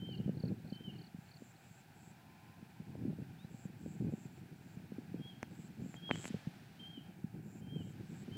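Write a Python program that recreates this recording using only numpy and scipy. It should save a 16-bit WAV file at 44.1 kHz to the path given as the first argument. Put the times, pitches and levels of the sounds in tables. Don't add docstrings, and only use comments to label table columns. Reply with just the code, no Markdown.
import sys
import numpy as np
from scipy import signal
from scipy.fft import rfft, irfft, next_fast_len
from scipy.io import wavfile
from scipy.ndimage import uniform_filter1d

SR = 44100
rng = np.random.default_rng(int(sys.argv[2]) if len(sys.argv) > 2 else 0)


def wav_record(signal):
    frames = np.transpose(np.atleast_2d(signal))
    bounded = np.clip(frames, -1, 1)
    quanta = np.round(bounded * 32767).astype(np.int16)
    wavfile.write(sys.argv[1], SR, quanta)


N = 369116
T = np.arange(N) / SR


def wind(lump_db=3.5, lump_hz=24, edge_db=-19.5, edge_hz=450):
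    # (frequency [Hz], relative level [dB])
    colour = [(25, -41), (114, -2), (171, 1), (243, -8), (349, -13.5), (700, -39), (910, -66)]
    lumps = np.clip(drift(lump_hz), -2, 2)
    force = wind_force() * from_db(lump_db * lumps)
    rumble = butter(coloured(colour), 485, "low", order=4)
    rumble = rumble / np.sqrt(uniform_filter1d(rumble ** 2, size=1700) + 1e-9)
    edge = butter(rng.standard_normal(N), edge_hz, "low", order=4)
    edge = butter(edge, 198, "high")
    edge = rms_one(edge * np.exp(.5 * lumps))
    return force * (rumble + from_db(edge_db) * edge)


def wind_force(breeze_boost_db=4.5):
    # (time [s], level before the boost [dB])
    breeze = [(0.0, -48.5), (0.28, -51), (1.0, -63), (1.12, -68.5), (1.82, -72), (2.0, -66), (2.75, -65.5),
              (3.05, -49.5), (3.57, -63.5), (4.03, -54), (4.24, -61), (6.18, -59), (6.6, -63.5),
              (7.62, -56.5), (8.37, -55)]
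    # (time of the peak [s], length [s], level [dB])
    gusts = [(0.497, 0.19, -43.5), (0.956, 0.23, -50), (3.059, 0.13, -40.5), (3.894, 0.13, -47.5),
             (4.057, 0.18, -41), (5.127, 0.25, -48.5), (5.824, 0.1, -48), (6.15, 0.12, -41),
             (7.379, 0.13, -47), (7.768, 0.22, -44.5)]
    power = from_db(along(breeze)[0] + breeze_boost_db) ** 2
    for s, length, db in gusts:
        swell = np.cos(np.pi * np.clip((T - s) / length, -.5, .5)) ** 2
        power = power + from_db(db) ** 2 * swell
    return np.sqrt(power)


def wind_thumps(rise_s=0.0042, start_ratio=1.5, settle_s=0.0025, flick_hz=430, flick_s=0.0017):
    # (time [s], peak level [dB], final pitch [Hz], peak level of the flick [dB])
    swirls = [(0.088, -38, 191, -41), (0.199, -28.5, 172, -38.5), (0.258, -29.5, 150, -62),
              (0.277, -29, 186, -39), (0.291, -27, 172, -33.5), (0.436, -26, 142, -34),
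              (0.452, -34, 177, -40), (0.517, -34.5, 200, -49), (0.639, -40, 135, -64),
              (0.721, -30.5, 187, -43.5), (0.877, -34.5, 151, -71), (1.144, -37, 173, -73),
              (1.185, -39, 154, -74), (1.419, -44, 204, -47.5), (1.708, -46.5, 135, -61),
              (2.625, -40.5, 178, -58), (2.799, -38, 173, -61), (3.05, -30.5, 234, -46),
              (3.078, -29.5, 198, -47), (3.125, -38, 223, -48), (3.186, -34.5, 200, -44),
              (3.445, -37.5, 143, -54), (3.542, -37.5, 170, -52), (3.653, -33, 167, -49),
              (3.86, -36, 239, -40), (4.021, -32, 227, -45), (4.067, -32.5, 205, -50),
              (4.123, -34.5, 212, -39), (4.135, -30, 180, -39), (4.253, -39.5, 162, -62),
              (4.769, -36.5, 160, -57), (4.919, -37, 208, -42), (4.982, -37, 238, -44),
              (5.141, -31.5, 228, -39.5), (5.195, -38.5, 200, -54), (5.818, -34.5, 189, -50),
              (5.859, -36.5, 188, -50), (6.303, -32, 200, -48), (6.342, -27.5, 178, -32.5),
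              (6.47, -29, 163, -55), (6.975, -39.5, 238, -64), (7.241, -29, 173.5, -71)]
    out, t = np.zeros(N), T[:SR // 16]
    thump_shape = (t / rise_s * np.exp(1 - t / rise_s)) ** 2
    flick_shape = (t / flick_s * np.exp(1 - t / flick_s)) ** 2
    for s, db, hz, flick_db in swirls:
        falling_hz = hz * (1 + (start_ratio - 1) * np.exp(-t / settle_s))
        swing = sine(falling_hz) * rng.choice([-1, 1])
        add(out, s, from_db(db) * swing * thump_shape)
        front_hz = flick_hz * (1 + 0.13 * rng.uniform(-2.1, 1))
        flick = np.sin(2 * np.pi * (front_hz * t + rng.random()))
        add(out, s + 0.001, from_db(flick_db) * flick * flick_shape)
    return out


def whistling_bird(waver=0.0039, flutter_db=2.0, dip_width=0.16, fall_from=0.68):
    # (time [s], length [s], top pitch [Hz], level [dB], place of the dip [0-1],
    # depth of the dip [dB], level change of the ending [dB])
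    whistles = [(-0.055, 0.22, 3143, -52.5, 0.32, 1.5, 3), (0.716, 0.2, 3128, -52.5, 0.5, 11, 2),
                (5.171, 0.18, 3305, -55, 0.13, 13, -14), (5.954, 0.2, 3287, -47.5, 0.28, 11.5, 0.5),
                (6.785, .222, 3220, -50, 0.57, 6, -6.5), (7.609, 0.225, 3210, -59, 0.2, 10, 0),
                (8.306, 0.28, 3175, -53.5, .5, 2, 0)]
    # (progress [0-1], pitch [share of top pitch], relative level [dB])
    arch = [(0, .91, -30), (.07, .982, -4), (.28, .978, -2), (.5, 1, 0), (.68, .995, -1), (.8, .965, -1),
            (.94, .915, -2), (1, .87, -14)]
    out = np.zeros(N)
    tremble, flutter = 1 + waver * drift(56), flutter_db * drift(32)
    for s, length, top_hz, db, dip_at, dip_db, ending_db in whistles:
        progress = np.linspace(0, 1, int(length * SR))
        now = np.clip(int(s * SR) + np.arange(len(progress)), 0, N - 1)
        ratio, shape_db = along(arch, progress)
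        dip = dip_db * np.exp(-((progress - dip_at) / dip_width) ** 2)
        ending = ending_db * np.clip((progress - fall_from) / 0.26, 0, 1)
        gain = from_db(db + shape_db + flutter[now] - dip + ending)
        soft_ends = signal.windows.tukey(len(progress), .06)
        add(out, s, gain * sine(top_hz * ratio * tremble[now]) * soft_ends)
    return out


def twittering_bird(gap_s=.0265, chirp_s=0.019, top_hz=4720, bottom_hz=3760, grow_db=12, hook=1.55):
    # (start of the last chirp [s], chirps [count, rounded], full level [dB])
    runs = [(0.171, 5, -60.5), (0.474, 5.8, -58), (0.748, 4.6, -58.5), (1.062, 5.8, -60.5),
            (1.361, 5.4, -60), (1.555, 1, -56)]
    out, progress = np.zeros(N), np.linspace(0, 1, int(chirp_s * SR))
    for s, chirps, db in runs:
        count = int(round(chirps))
        for k in range(count):
            weakness = max(1 - k / 2, 0)
            start_hz = (top_hz - 250 * weakness) * rng.normal(1, 0.0096)
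            hz = start_hz + (bottom_hz - start_hz) * progress ** hook
            chirp = sine(hz) * np.hanning(len(progress))
            add(out, s - (count - 1 - k) * gap_s, from_db(db - grow_db * weakness) * chirp)
    return out


def rising_call():
    # (time [s], pitch [Hz], level [dB])
    note = [(3.375, 3150, -80), (3.395, 3600, -67), (3.447, 3930, -70), (3.47, 4300, -77)]
    return glide(note)


def bush_cricket(bout_s=0.176, slow_s=.0085, fast_s=.0059, stroke_s=0.0061, grow_db=10):
    # (end time [s], full level [dB])
    buzzes = [(1.31, -69), (1.52, -61.5), (1.69, -67), (1.817, -61.5), (2.115, -60), (3.665, -59.5),
              (3.958, -59.5), (4.06, -68), (4.269, -59.5), (4.395, -68), (4.755, -67.5), (5.676, -60),
              (5.972, -58), (6.29, -45.5), (7.606, -61), (7.923, -63), (8.235, -59)]
    # (progress [0-1], pitch [Hz], relative level [dB])
    stroke = [(0, 8320, -16), (.2, 7810, -8), (.46, 7450, -1.5), (.67, 7050, -36),
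              (.83, 6680, -10.5), (1, 6700, -26)]
    progress = np.linspace(0, 1, int(stroke_s * SR))
    hz, stroke_db = along(stroke, progress)
    out, effort = np.zeros(N), np.zeros(N)
    for end, db in buzzes:
        s, tuning = end - bout_s, rng.normal(.99, 0.015)
        while s < end:
            done = 1 - (end - s) / bout_s
            gain = from_db(db - grow_db * (1 - done) ** 5 + rng.normal(0, 0.59))
            chirp = sine(hz * tuning * rng.normal(1, 0.0081))
            rasp = butter(rng.standard_normal(len(progress)), [5500, 9500], "band", order=1)
            add(out, s, gain * from_db(stroke_db) * (chirp + 0.087 * rasp))
            add(effort, s, gain * progress)
            s += (slow_s if done < 0.51 else fast_s) * rng.normal(1, 0.045)
    low_rasp = butter(effort * rng.standard_normal(N), [6470, 6810], "band")
    return out + 0.62 * low_rasp


def hand_ticks(snap_hz=6000, snap_octaves=0.23, hollow_hz=1280, thud_db=-11, thud_hz=240, thud_s=0.0047):
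    # (time [s], peak of the spike [dB], treble limit of the spike [Hz], peak of the snap [dB])
    taps = [(2.953, -40, 710, -85), (5.4296, -27, 2160, -42), (5.942, -38.5, 2200, -70),
            (6.093, -36, 1200, -70), (6.1042, -32.5, 1420, -65), (6.1114, -15.5, 2490, -62),
            (6.157, -34.5, 2400, -47), (6.2434, -35, 2600, -55), (6.2549, -29.5, 2570, -45),
            (6.279, -32.5, 8040, -49)]
    out, click, t = np.zeros(N), signal.unit_impulse(SR // 20), T[:SR // 20]
    thud = -np.sin(2 * np.pi * thud_hz * t) * np.exp(-t / thud_s)
    snap = butter(click, snap_hz * 2 ** (snap_octaves * np.array([-.5, .5])), "band", order=1)
    notch = signal.iirnotch(hollow_hz, Q=1.24, fs=SR)
    for s, db, hz, snap_db in taps:
        spike = butter(click, hz, "low", order=6)
        spike = butter(spike, 230, "high")
        spike = spike + 0.51 * (signal.lfilter(*notch, spike) - spike)
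        knock = spike / np.abs(spike).max() + from_db(thud_db) * thud
        add(out, s, from_db(db) * knock + from_db(snap_db) * snap / snap.max())
    return out


def finger_scratch(level_db=-60, end_s=6.282, rise_db_per_s=190, grit_db=3, band_hz=(4200, 11000)):
    swell = from_db(level_db - rise_db_per_s * np.abs(end_s - T)) * (T < end_s)
    grit = from_db(grit_db * drift(400))
    return swell * rms_one(grit * butter(rng.standard_normal(N), band_hz, "band"))


def rustle(hand_s=6.125, hold_s=0.18, hand_db=-60.5, rise_db_per_s=240, fall_db_per_s=36):
    # (time [s], level [dB])
    leaves = [(4.5, -73), (6.8, -68.5), (7.65, -88), (7.95, -70), (8.37, -66.5)]
    # (frequency [Hz], relative level [dB])
    colour = [(800, -1.5), (1150, -3.5), (1600, 2), (2800, -2), (4500, -5.5), (7000, -14.5), (12000, -25),
              (16000, -46)]
    before, after = np.maximum(hand_s - T, 0), np.maximum(T - hand_s - hold_s, 0)
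    hand = from_db(hand_db - rise_db_per_s * before - fall_db_per_s * after)
    return np.hypot(from_db(along(leaves)[0]), hand) * coloured(colour)


def tree_echoes(sound, scatter_db=-11.0, fade_s=0.4, build_s=0.056, smear_s=0.0091):
    # (delay [s], relative level [dB])
    echoes = [(0.062, -13.5), (0.146, -16.5)]
    t = T[:SR]
    tail = (from_db(-60 * t / fade_s) * (1 - np.exp(-t / build_s))) ** 2
    power = from_db(scatter_db) ** 2 * tail / tail.sum()
    for s, db in echoes:
        echo = np.exp(-((t - s) / smear_s) ** 2)
        power = power + from_db(db) ** 2 * echo / echo.sum()
    return signal.fftconvolve(sound, np.sqrt(power) * rng.standard_normal(SR))[:N]


def far_hush(level_db=-64.0, flicker_db=1.0):
    # (frequency [Hz], relative level [dB])
    colour = [(30, -21), (120, 16), (300, 1.5), (520, -7), (780, 6.5), (1130, -11.5), (1560, 0.5),
              (2000, -9), (2450, -2.5), (3200, -16), (4500, -16.5), (8000, -26.5)]
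    return from_db(level_db + flicker_db * drift(9.5)) * coloured(colour)


def far_road():
    # (frequency [Hz], relative level [dB])
    colour = [(400, -33), (680, -10), (800, 5), (950, 4.5), (1080, -35), (2500, -48)]
    # (time [s], level [dB])
    swell = [(1.3, -94), (2.0, -72.5), (2.6, -74), (3.6, -82), (8.37, -95)]
    return from_db(along(swell)[0]) * coloured(colour)


def far_tyres(start_hz=1022, rise_hz_per_s=26, waver_db=3.0):
    # (time [s], level [dB])
    swell = [(2.12, -90), (2.21, -74.5), (2.57, -71), (2.7, -85), (3.02, -76.5), (3.14, -90)]
    note = [(s, start_hz + rise_hz_per_s * (s - swell[0][0]), db) for s, db in swell]
    return glide(note) * from_db(waver_db * drift(15))


def far_crickets(level_db=-90, band_hz=(7350, 8000)):
    return from_db(level_db) * rms_one(butter(rng.standard_normal(N), band_hz, "band"))


def camera_noise(hiss_db=-75.5, whine_db=-86, whine_hz=15000):
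    hiss = from_db(hiss_db) * rng.standard_normal(N)
    flip = np.tanh(6 * np.sin(2 * np.pi * 30 * T))
    return hiss + from_db(whine_db) * rms_one(flip * np.sin(2 * np.pi * whine_hz * T))


def from_db(db):
    return 10 ** (np.asarray(db) / 20)


def rms_one(x):
    return x / np.sqrt(np.mean(x ** 2) + 1e-20)


def along(rows, at=T):
    s, *columns = np.transpose(rows)
    return [np.interp(at, s, column) for column in columns]


def add(out, s, sound):
    start = int(round(s * SR))
    part = sound[max(-start, 0):max(N - start, 0)]
    out[max(start, 0):max(start, 0) + len(part)] += part


def butter(x, hz, kind, order=2):
    return signal.sosfilt(signal.butter(order, np.clip(hz, 10, .45 * SR), kind, fs=SR, output="sos"), x)


def coloured(colour):
    hz, db = np.transpose(colour)
    size = next_fast_len(N)
    log_hz = np.log(np.fft.rfftfreq(size, 1 / SR) + 1)
    gain = from_db(np.interp(log_hz, np.log(hz), db))
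    return rms_one(irfft(rfft(rng.standard_normal(size)) * gain)[:N])


def drift(hz):
    return rms_one(butter(rng.standard_normal(N + SR), hz, "low")[SR:])


def sine(hz):
    return np.sin(2 * np.pi * np.cumsum(hz) / SR)


def glide(rows):
    hz, db = along(rows)
    return sine(hz) * from_db(db) * (T > rows[0][0]) * (T < rows[-1][0])


def scene(cricket_echo_db=-11, bass_cut_hz=64):
    distance = far_hush() + far_road() + far_tyres()
    whistle, buzz = whistling_bird(), bush_cricket()
    echoes = tree_echoes(whistle + from_db(cricket_echo_db) * buzz)
    animals = whistle + buzz + echoes + twittering_bird() + rising_call() + far_crickets()
    close = wind() + wind_thumps() + hand_ticks() + finger_scratch()
    close = butter(close, bass_cut_hz, "high")
    return (close + animals + distance + camera_noise() + rustle())[None]


def record(dry, cutoff_hz=15800):
    return signal.sosfilt(signal.ellip(12, .1, 70, cutoff_hz, fs=SR, output="sos"), dry)


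dry = scene()
out = record(dry)
wav_record(out)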